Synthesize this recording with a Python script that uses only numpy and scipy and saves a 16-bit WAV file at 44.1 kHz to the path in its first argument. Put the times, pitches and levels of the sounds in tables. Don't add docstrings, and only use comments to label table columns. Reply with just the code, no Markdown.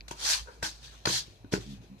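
import sys
import numpy as np
from scipy import signal
from scipy.fft import rfft, irfft, next_fast_len
from scipy.io import wavfile
from scipy.ndimage import uniform_filter1d, map_coordinates

SR = 44100
rng = np.random.default_rng(int(sys.argv[2]) if len(sys.argv) > 2 else 0)


def voltage_ratio(decibels):
    exponent = np.asarray(decibels, float) / 20
    return 10 ** exponent


def generate_wav(signal):
    frames = np.transpose(np.atleast_2d(signal))
    scaled = np.clip(frames, -1, 1) * 32767
    pcm = np.round(scaled).astype(np.int16)
    wavfile.write(sys.argv[1], SR, pcm)


N = 88200
TIME = np.arange(N) / SR


def unit(x):
    return x / np.sqrt(np.mean(x ** 2) + 1e-20)


def along(points, hz):
    f, v = np.transpose(points)
    return np.interp(np.log(hz + 1), np.log(f + 1), v)


def curve(points):
    return np.interp(TIME, *np.transpose(points))


def wobble(rate):
    return map_coordinates(rng.standard_normal(2000), [np.arange(N) * rate / SR])


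def noise():
    return rng.standard_normal((2, N))


def filtered(x, response):
    m = next_fast_len(N + SR // 2)
    return irfft(rfft(x, m) * response(np.fft.rfftfreq(m, 1 / SR)), m)[..., :N]


def rings(table):
    def response(f):
        total = 0
        for k, (c, w, db) in enumerate(table):
            total = total + (-1) ** k * voltage_ratio(db) * 1j * f * w / (c * c - f * f + 1j * f * w)
        return total
    return response


def hump(middle, half):
    return np.cos(np.pi / 2 * np.clip((TIME - middle) / half, -1, 1)) ** 2


def pressure(contacts):
    rise_from_db = -36
    power = np.zeros(N)
    for s, rise, hold, fall, db in contacts:
        up = np.clip((TIME - s) / max(rise, 1e-4), 0, 1)
        fallen_db = fall * np.clip(TIME - s - rise - hold, 0, None)
        power += (TIME > s) * voltage_ratio(2 * (db + rise_from_db * (1 - up) ** 2 - fallen_db))
    return np.sqrt(power)


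def patchy(pair, depth_db, wide, long):
    z = signal.stft(pair, nperseg=512)[2]
    field = uniform_filter1d(rng.standard_normal(z.shape[1:]), size=wide, axis=0)
    field = uniform_filter1d(field, size=long, axis=1)
    return signal.istft(z * voltage_ratio(depth_db * unit(field)), nperseg=512)[1][:, :N]


def outdoors():
    # f/Hz, density/dB
    air_colour = [(25, -10), (70, -11.5), (228, -15.5), (792, -22), (2900, -38.5), (4500, -43.5),
                  (8000, -40.5), (14500, -25.5)]
    # f/Hz, width/Hz, level/dB
    hum_bands = [(100, 52, -66), (149.5, 2.9, -69)]
    hiss_bands = [(2470, 280, -77.5), (4060, 270, -83)]
    deep_band = (38, 10, -72)
    # t/s, level/dB
    hum_swell = [(0.0, -53), (0.38, -51.5), (0.42, -45), (0.52, -59.5), (0.6, -50), (1.04, -59.5),
                 (1.07, -49.5), (1.36, -61.5), (1.53, -57), (1.56, -49), (1.6, -49), (2.0, -64)]
    air_db, air_swell_db = -57, 0.5
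    hum_hz, hum_drift_hz, hum_waver_db = 55.2, 3.6, 1.5

    pair = patchy(noise(), 1.8, wide=6, long=12)
    air = unit(filtered(pair, lambda f: voltage_ratio(along(air_colour, f))))
    total = air * voltage_ratio(air_db + air_swell_db * wobble(4.3))
    for c, w, db in hum_bands + hiss_bands + [deep_band]:
        total = total + voltage_ratio(db) * unit(filtered(noise(), lambda f: np.exp(-((f - c) / w) ** 2)))
    phase = 2 * np.pi * np.cumsum(hum_hz + hum_drift_hz * wobble(11.5)) / SR
    level = voltage_ratio(curve(hum_swell) + hum_waver_db * wobble(9.2)) * np.sqrt(2)
    hum = level * np.array([np.sin(phase), np.cos(phase + wobble(6))])
    return total + hum


def ticks():
    # t/s, level/dB
    touches = [
        (.007, -41.5),
        (0.015, -52),
        (0.972, -72),
        (1.058, -31),
    ]
    # f/Hz, width/Hz, level/dB
    point_rings = [(2380, 440, 4), (4760, 560, 0.5)]
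    half_s = 0.0012
    gate = sum(voltage_ratio(db) * hump(s + half_s, half_s) for s, db in touches)
    return filtered(gate * noise(), rings(point_rings)) * 3


def scuffs():
    # middle t/s, half length/s, level/dB
    rubs = [
        (0.183, 0.17, -61.5),
        (0.269, 0.1, -45.5),
        (0.645, 0.035, -46),
        (0.715, 0.022, -61),
        (0.941, .03, -57.5),
        (1.62, 0.039, -60.5),
    ]
    # f/Hz, density/dB
    pad_colour = [(150, -38.5), (330, -9), (460, -8.5), (700, -7), (1500, -3.5), (2200, -40), (5000, -19.5)]
    rub = unit(filtered(noise(), lambda f: voltage_ratio(along(pad_colour, f))))
    return rub * sum(voltage_ratio(db) * hump(s, half) for s, half, db in rubs)


def bristles():
    # start t/s, rise/s, hold/s, fall/(dB per s), level/dB
    pushes = [(0.705, 0.018, 0.023, 97, -55), (.4, 0.035, 0.1, 97, -60), (.08, 0.0014, 0.0012, 709, -40.5),
              (0.109, 0.0026, 0.0024, 716, -36), (0.119, 0.05, 0.047, 155, -51.5),
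              (0.165, 0.099, 0.077, 296, -28), (.22, 0.077, 0.038, 304, -25),
              (0.525, 0.021, 0.011, 199, -64), (0.623, 0.0086, 0.036, 364, -31.5),
              (1.055, 0.00048, 0.0019, 903, -27.5), (1.06, 0.018, 0.053, 248, -29.5),
              (1.09, 0.049, 0.043, 464, -29.5), (1.512, 0.019, 0.0096, 356, -34.5),
              (1.976, 0.01, .03, 221, -64)]
    # start t/s, rise/s, hold/s, fall/(dB per s), level/dB
    drags = [
        (.8, 0.044, 0.019, 199, -49.5),
        (.9, 0.017, 0.064, 57, -59.5),
        (1.24, 0.032, 0.047, 106, -61.5),
        (1.6, 0.0089, 0.13, 285, -55),
        (1.81, 0.0077, 0.025, 156, -64),
    ]
    # f/Hz, density/dB
    colour = [(180, -21), (350, -25.5), (900, -7.5), (1300, -9.5), (2300, -9.5), (6000, -6.5), (9000, -3.5),
              (14500, -5.5)]
    # f/Hz, width/Hz, lift/dB
    peaks = [(1752, 320, 6), (3290, 280, 3), (4770, 4000, -4)]
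    # f/Hz, level/dB
    drag_colour = [(1200, -3), (2200, 5), (3500, 8), (5500, 1), (9000, -2.5), (14000, 1.5)]
    # t/s, bristle song level/dB, low body level/dB
    lean = [(0, -46, 2), (.2, -13.5, 3), (.3, -16.5, -6), (.4, -14.5, 3.5), (.63, -16, -7), (.72, -10, 3),
            (1.06, -10, 17), (1.1, -13, -1.5), (1.2, -7, -5), (1.3, -8, 8), (1.52, -13, 12.5), (2, -15, 0)]
    # f/Hz, width/Hz, level/dB
    song_ring = [(4416, 820, 0)]
    slips_per_s, slip_spread_db, slip_top_db, slip_share = 1500, 4, 11, 0.3
    body_hz, body_grows, full_db = 1240, 0.023, -29.5
    flutter_db = 0.5

    slip_db = np.minimum(slip_spread_db * rng.exponential(size=N), slip_top_db)
    slips = (rng.random(N) < slips_per_s / SR) * voltage_ratio(slip_db)
    slip_power = uniform_filter1d(unit(slips) ** 2, size=16)
    grit = noise() * np.sqrt(1 - slip_share + slip_share * slip_power)

    def head_colour(f):
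        lift = sum(db / (1 + (2 * (f - c) / w) ** 2) for c, w, db in peaks)
        return voltage_ratio(along(colour, f) + lift)

    hiss = unit(filtered(patchy(grit, 2.5, wide=4, long=4), head_colour))
    dull = filtered(hiss, lambda f: voltage_ratio(along(drag_colour, f)))
    body = filtered(hiss, lambda f: 1 / (1 + (f / body_hz) ** 4))
    force = pressure(pushes)
    s, song_db, body_db = np.transpose(lean)
    song = voltage_ratio(np.interp(TIME, s, song_db)) * unit(filtered(hiss, rings(song_ring)))
    body_gain = voltage_ratio(np.interp(TIME, s, body_db)) * (force / voltage_ratio(full_db)) ** body_grows
    push = hiss + song + body * (body_gain - 1)
    flutter = voltage_ratio(-1 + flutter_db * (wobble(39.55) + wobble(150)))
    return (push * force + dull * pressure(drags)) * flutter


def taps():
    # t/s, first and second half
    early = [.081, .110, .111, .112, .113, .626, .627, .627, .628, .633, .64, .645, .655, 1.056, 1.077,
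             1.14]
    late = [1.445, 1.447, 1.523, 1.5346, 1.536, 1.5366, 1.549, 1.563, 1.577, 1.58, 1.83]
    # f/Hz, level/dB, t60/s
    modes = [(730, -49, .03), (1310, -39, 0.028), (936, -32, 0.042), (359, -33.5, 0.039),
             (650, -36.5, 0.016), (1560, -30.5, 0.071), (1870, -35, 0.046), (470, -39.5, 0.034),
             (910, -32.5, 0.063), (1450, -34, 0.03), (320, -44, 0.17), (833, -37, 0.056), (1505, -33, .05),
             (4420, -28, 0.017), (128, -36.5, 0.35), (122, -42, .15), (278, -35.5, 0.041),
             (1490, -53, 0.024), (303, -31.5, 0.033), (191, -26.5, .06), (840, -40, 0.022),
             (385, -20.5, 0.06), (385, -33.5, 0.041), (305.56, -32, 0.033), (418, -37, 0.023),
             (112, -34.5, 0.19), (284, -49, 0.07)]
    ring = np.zeros(N)
    for s, (hz, db, t60) in zip(early + late, modes):
        after = TIME - s
        ring += (after > 0) * voltage_ratio(db - 60 * abs(after) / t60) * np.sin(2 * np.pi * hz * after)
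    return ring * [[1], [.3]]


def knocks():
    # t/s, thud level/dB, clack level/dB, smear/s
    blows = [(0.082, -64, -53, 0.0041), (0.109, -54, -44.5, 0.0018), (.627, -37.5, -39.5, 0.0068),
             (0.639, -55, -43, 0.023), (1.053, -41, -39.5, 0.0048), (1.069, -34.5, -44, 0.0013),
             (1.072, -72, -34.5, 0.003), (1.096, -35.5, -59, 0.0051), (1.276, -52.5, -68, 0.004),
             (1.446, -57.5, -64.5, 0.0028), (1.522, -40, -41, 0.0119), (1.533, -33, -48, 0.0019),
             (1.537, -54, -33.5, 0.0029), (1.543, -46, -43.5, 0.0066), (1.563, -67, -63, 0.01),
             (1.575, -39, -57, 0.0033), (1.599, -62, -63, 0.0034), (1.835, -54, -68, 0.0077)]
    # f/Hz, width/Hz, level/dB
    low_modes = [(114, 49, -1.5), (188, 37, 1), (314, 47, 3.5), (359, 51, 5), (459, 62, 4.5)]
    high_modes = [(642, 89, -1.5), (980, 180, 0.5), (1470, 132, 3), (1920, 850, -6.5), (2600, 840, -7)]
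    thud_lift_db, rag_db, clack_lift_db = 54.5, -15, 38

    low, high = np.zeros((2, N + SR)), np.zeros((2, N + SR))
    t = np.arange(SR // 20) / SR
    for s, thud_db, clack_db, smear in blows:
        fade = t / smear * np.exp(-t / smear * 3.79)
        rag = fade * rng.standard_normal((2, len(t))) / np.linalg.norm(fade)
        thud = voltage_ratio(rag_db) * rag + fade / fade.sum() * [[1], [0]]
        click = t == t[round(smear * SR / 4)]
        clack = rag - click * [[1], [.5]]
        span = slice(round(s * SR), round(s * SR) + len(t))
        low[:, span] += voltage_ratio(thud_db + thud_lift_db) * thud
        high[:, span] += voltage_ratio(clack_db + clack_lift_db) * clack
    return filtered(low[:, :N], rings(low_modes)) + filtered(high[:, :N], rings(high_modes))


def sole():
    # start t/s, rise/s, hold/s, fall/(dB per s), level/dB
    rubs = [
        (.457, 0.0023, 0.0024, 400, -57),
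        (.47, 0.003, 0.021, 334, -48),
        (.52, .02, 0.11, 250, -66),
        (.74, 0.027, 0.12, 200, -70.5),
    ]
    # f/Hz, width/Hz, level/dB
    rubber = [(470, 113, 1), (937, 120, -1.5), (1456.4, 295, -2)]
    band = rings(rubber)
    rub = unit(filtered(noise(), lambda f: band(f) * abs(band(f))))
    return rub * pressure(rubs)


def rumbles():
    # middle t/s, half length/s, f/Hz, level/dB
    swells = [
        (1.307, 0.088, 100.2, -57),
        (1.416, 0.08, 100, -57.5),
        (1.463, 0.027, 100, -53),
        (1.793, 0.069, 110, -52.5),
        (1.976, 0.047, 110, -57),
        (.85, 0.063, 132.8, -59.5),
    ]
    width_hz = 25
    sway = 2 * np.pi * np.cumsum(width_hz * wobble(45) / 4) / SR
    total = np.zeros(N)
    for s, half, hz, db in swells:
        total += voltage_ratio(db) * hump(s, half) * np.sqrt(2) * np.sin(2 * np.pi * hz * TIME + sway)
    return total * [[1], [.5]]


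def judder():
    # middle t/s, half length/s, rate/(slips per s), share of rate lost per s, level/dB
    shakes = [
        (1.71, 0.077, 68, 1.04, -38),
        (1.808, 0.021, 60, 0.39, -50),
        (1.927, 0.053, 67, -2, -54),
    ]
    # f/Hz, width/Hz, level/dB
    handle = [(144, 71, -3.5), (201, 63, 2), (288, 82, -9.5), (329, 29, -12)]
    jitter, scatter_db = 0.025, 1.5
    body = rings(handle)
    out = np.zeros(N)
    for s, half, rate, sag, db in shakes:
        phase = np.cumsum(rate * (1 + jitter * wobble(44) - sag * (TIME - s))) / SR
        slip_now = np.diff(np.floor(phase), prepend=0) > 0
        slips = slip_now * voltage_ratio(scatter_db * rng.standard_normal(N))
        shake = filtered(slips, lambda f: body(f) / (1 + 1j * f / 400) ** 2)
        out += voltage_ratio(db) * hump(s, half) * unit(shake)
    return np.array([out, 0.082 * out])


def yard(x):
    # f/Hz, t60/s
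    decay = [(150, 0.33), (1000, 0.12), (5000, 0.097), (12000, 0.054)]
    gap_s, low_hz = 0.011, 506
    hz, t, z = signal.stft(rng.standard_normal((2, SR // 2)), SR, nperseg=256)
    tail = signal.istft(z * voltage_ratio(-60 * t / along(decay, hz)[:, None]), SR, nperseg=256)[1]
    delayed = np.pad(x, (round(gap_s * SR), 0))[None]
    echo = signal.fftconvolve(delayed, tail / np.linalg.norm(tail[0]), axes=1)[:, :N]
    return filtered(echo, lambda f: f / np.hypot(f, low_hz))


def scene():
    near = bristles() + knocks() + taps() + scuffs() + sole() + judder()
    echo_db = -9.5
    return near + ticks() + voltage_ratio(echo_db) * yard(near[0]) + outdoors() + rumbles()


def ports(pair):
    # f/Hz, likeness 0-1
    alike = [(60, 0.96), (150, 1), (400, 0.89), (800, .75), (1400, 0.23), (3000, 0.11), (10000, 0.12)]
    # f/Hz, level/dB
    tilt = [(120, -0.5), (300, 0), (700, 1.5), (1400, 1.5), (2500, 5.5), (4500, 4), (8000, 5.5), (13000, 7)]
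    # f/Hz, phase/rad
    lead = [(350, -0.64), (700, -1.17), (1100, -2), (1600, -5.5), (3000, -7)]
    # f/Hz, width/Hz
    cavities = [(4400, 1780), (6000, 1540)]
    # t/s, share 0-1
    shade = [(0, 0), (.2, 0.1), (.45, 0.07), (.65, 0), (.85, 0.22), (1.1, 0.17), (1.2, 0.12), (1.5, 0),
             (2, 0.1)]
    shade_hz = 4700

    def mid_side(hz):
        angle = np.arccos(np.clip(along(alike, hz), 0, 1)) / 2
        return np.array([np.cos(angle), np.sin(angle)])

    half = np.array([[.5], [-.5]])
    c, w = np.transpose(cavities)[:, :, None]

    def port(hz):
        cavity = c * c / (c * c - hz * hz + 1j * hz * w)
        return voltage_ratio(half * along(tilt, hz)) * np.exp(1j * half * along(lead, hz)) * cavity

    mid, side = filtered(pair, mid_side)
    left, right = filtered(np.array([mid + side, mid - side]), port)
    away = np.clip(curve(shade), 0, 1)
    shaded = filtered(left, lambda hz: 1 / (1 + (hz / shade_hz) ** 4))
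    return np.array([(1 - away) * left + away * shaded, right])


def low_pass(x):
    return signal.sosfilt(signal.butter(12, 15060, fs=SR, output="sos"), x)


def record(dry):
    top_hz, top_soft_hz, low_cut_hz = 14300, 250, 38

    def limits(hz):
        top = 1 / (1 + np.exp(np.clip((hz - top_hz) / top_soft_hz * 2, -50, 50)))
        return top / np.sqrt(1 + (low_cut_hz / (hz + 1)) ** 6)

    return low_pass(filtered(ports(dry), limits))


dry = scene()
out = record(dry)
generate_wav(out)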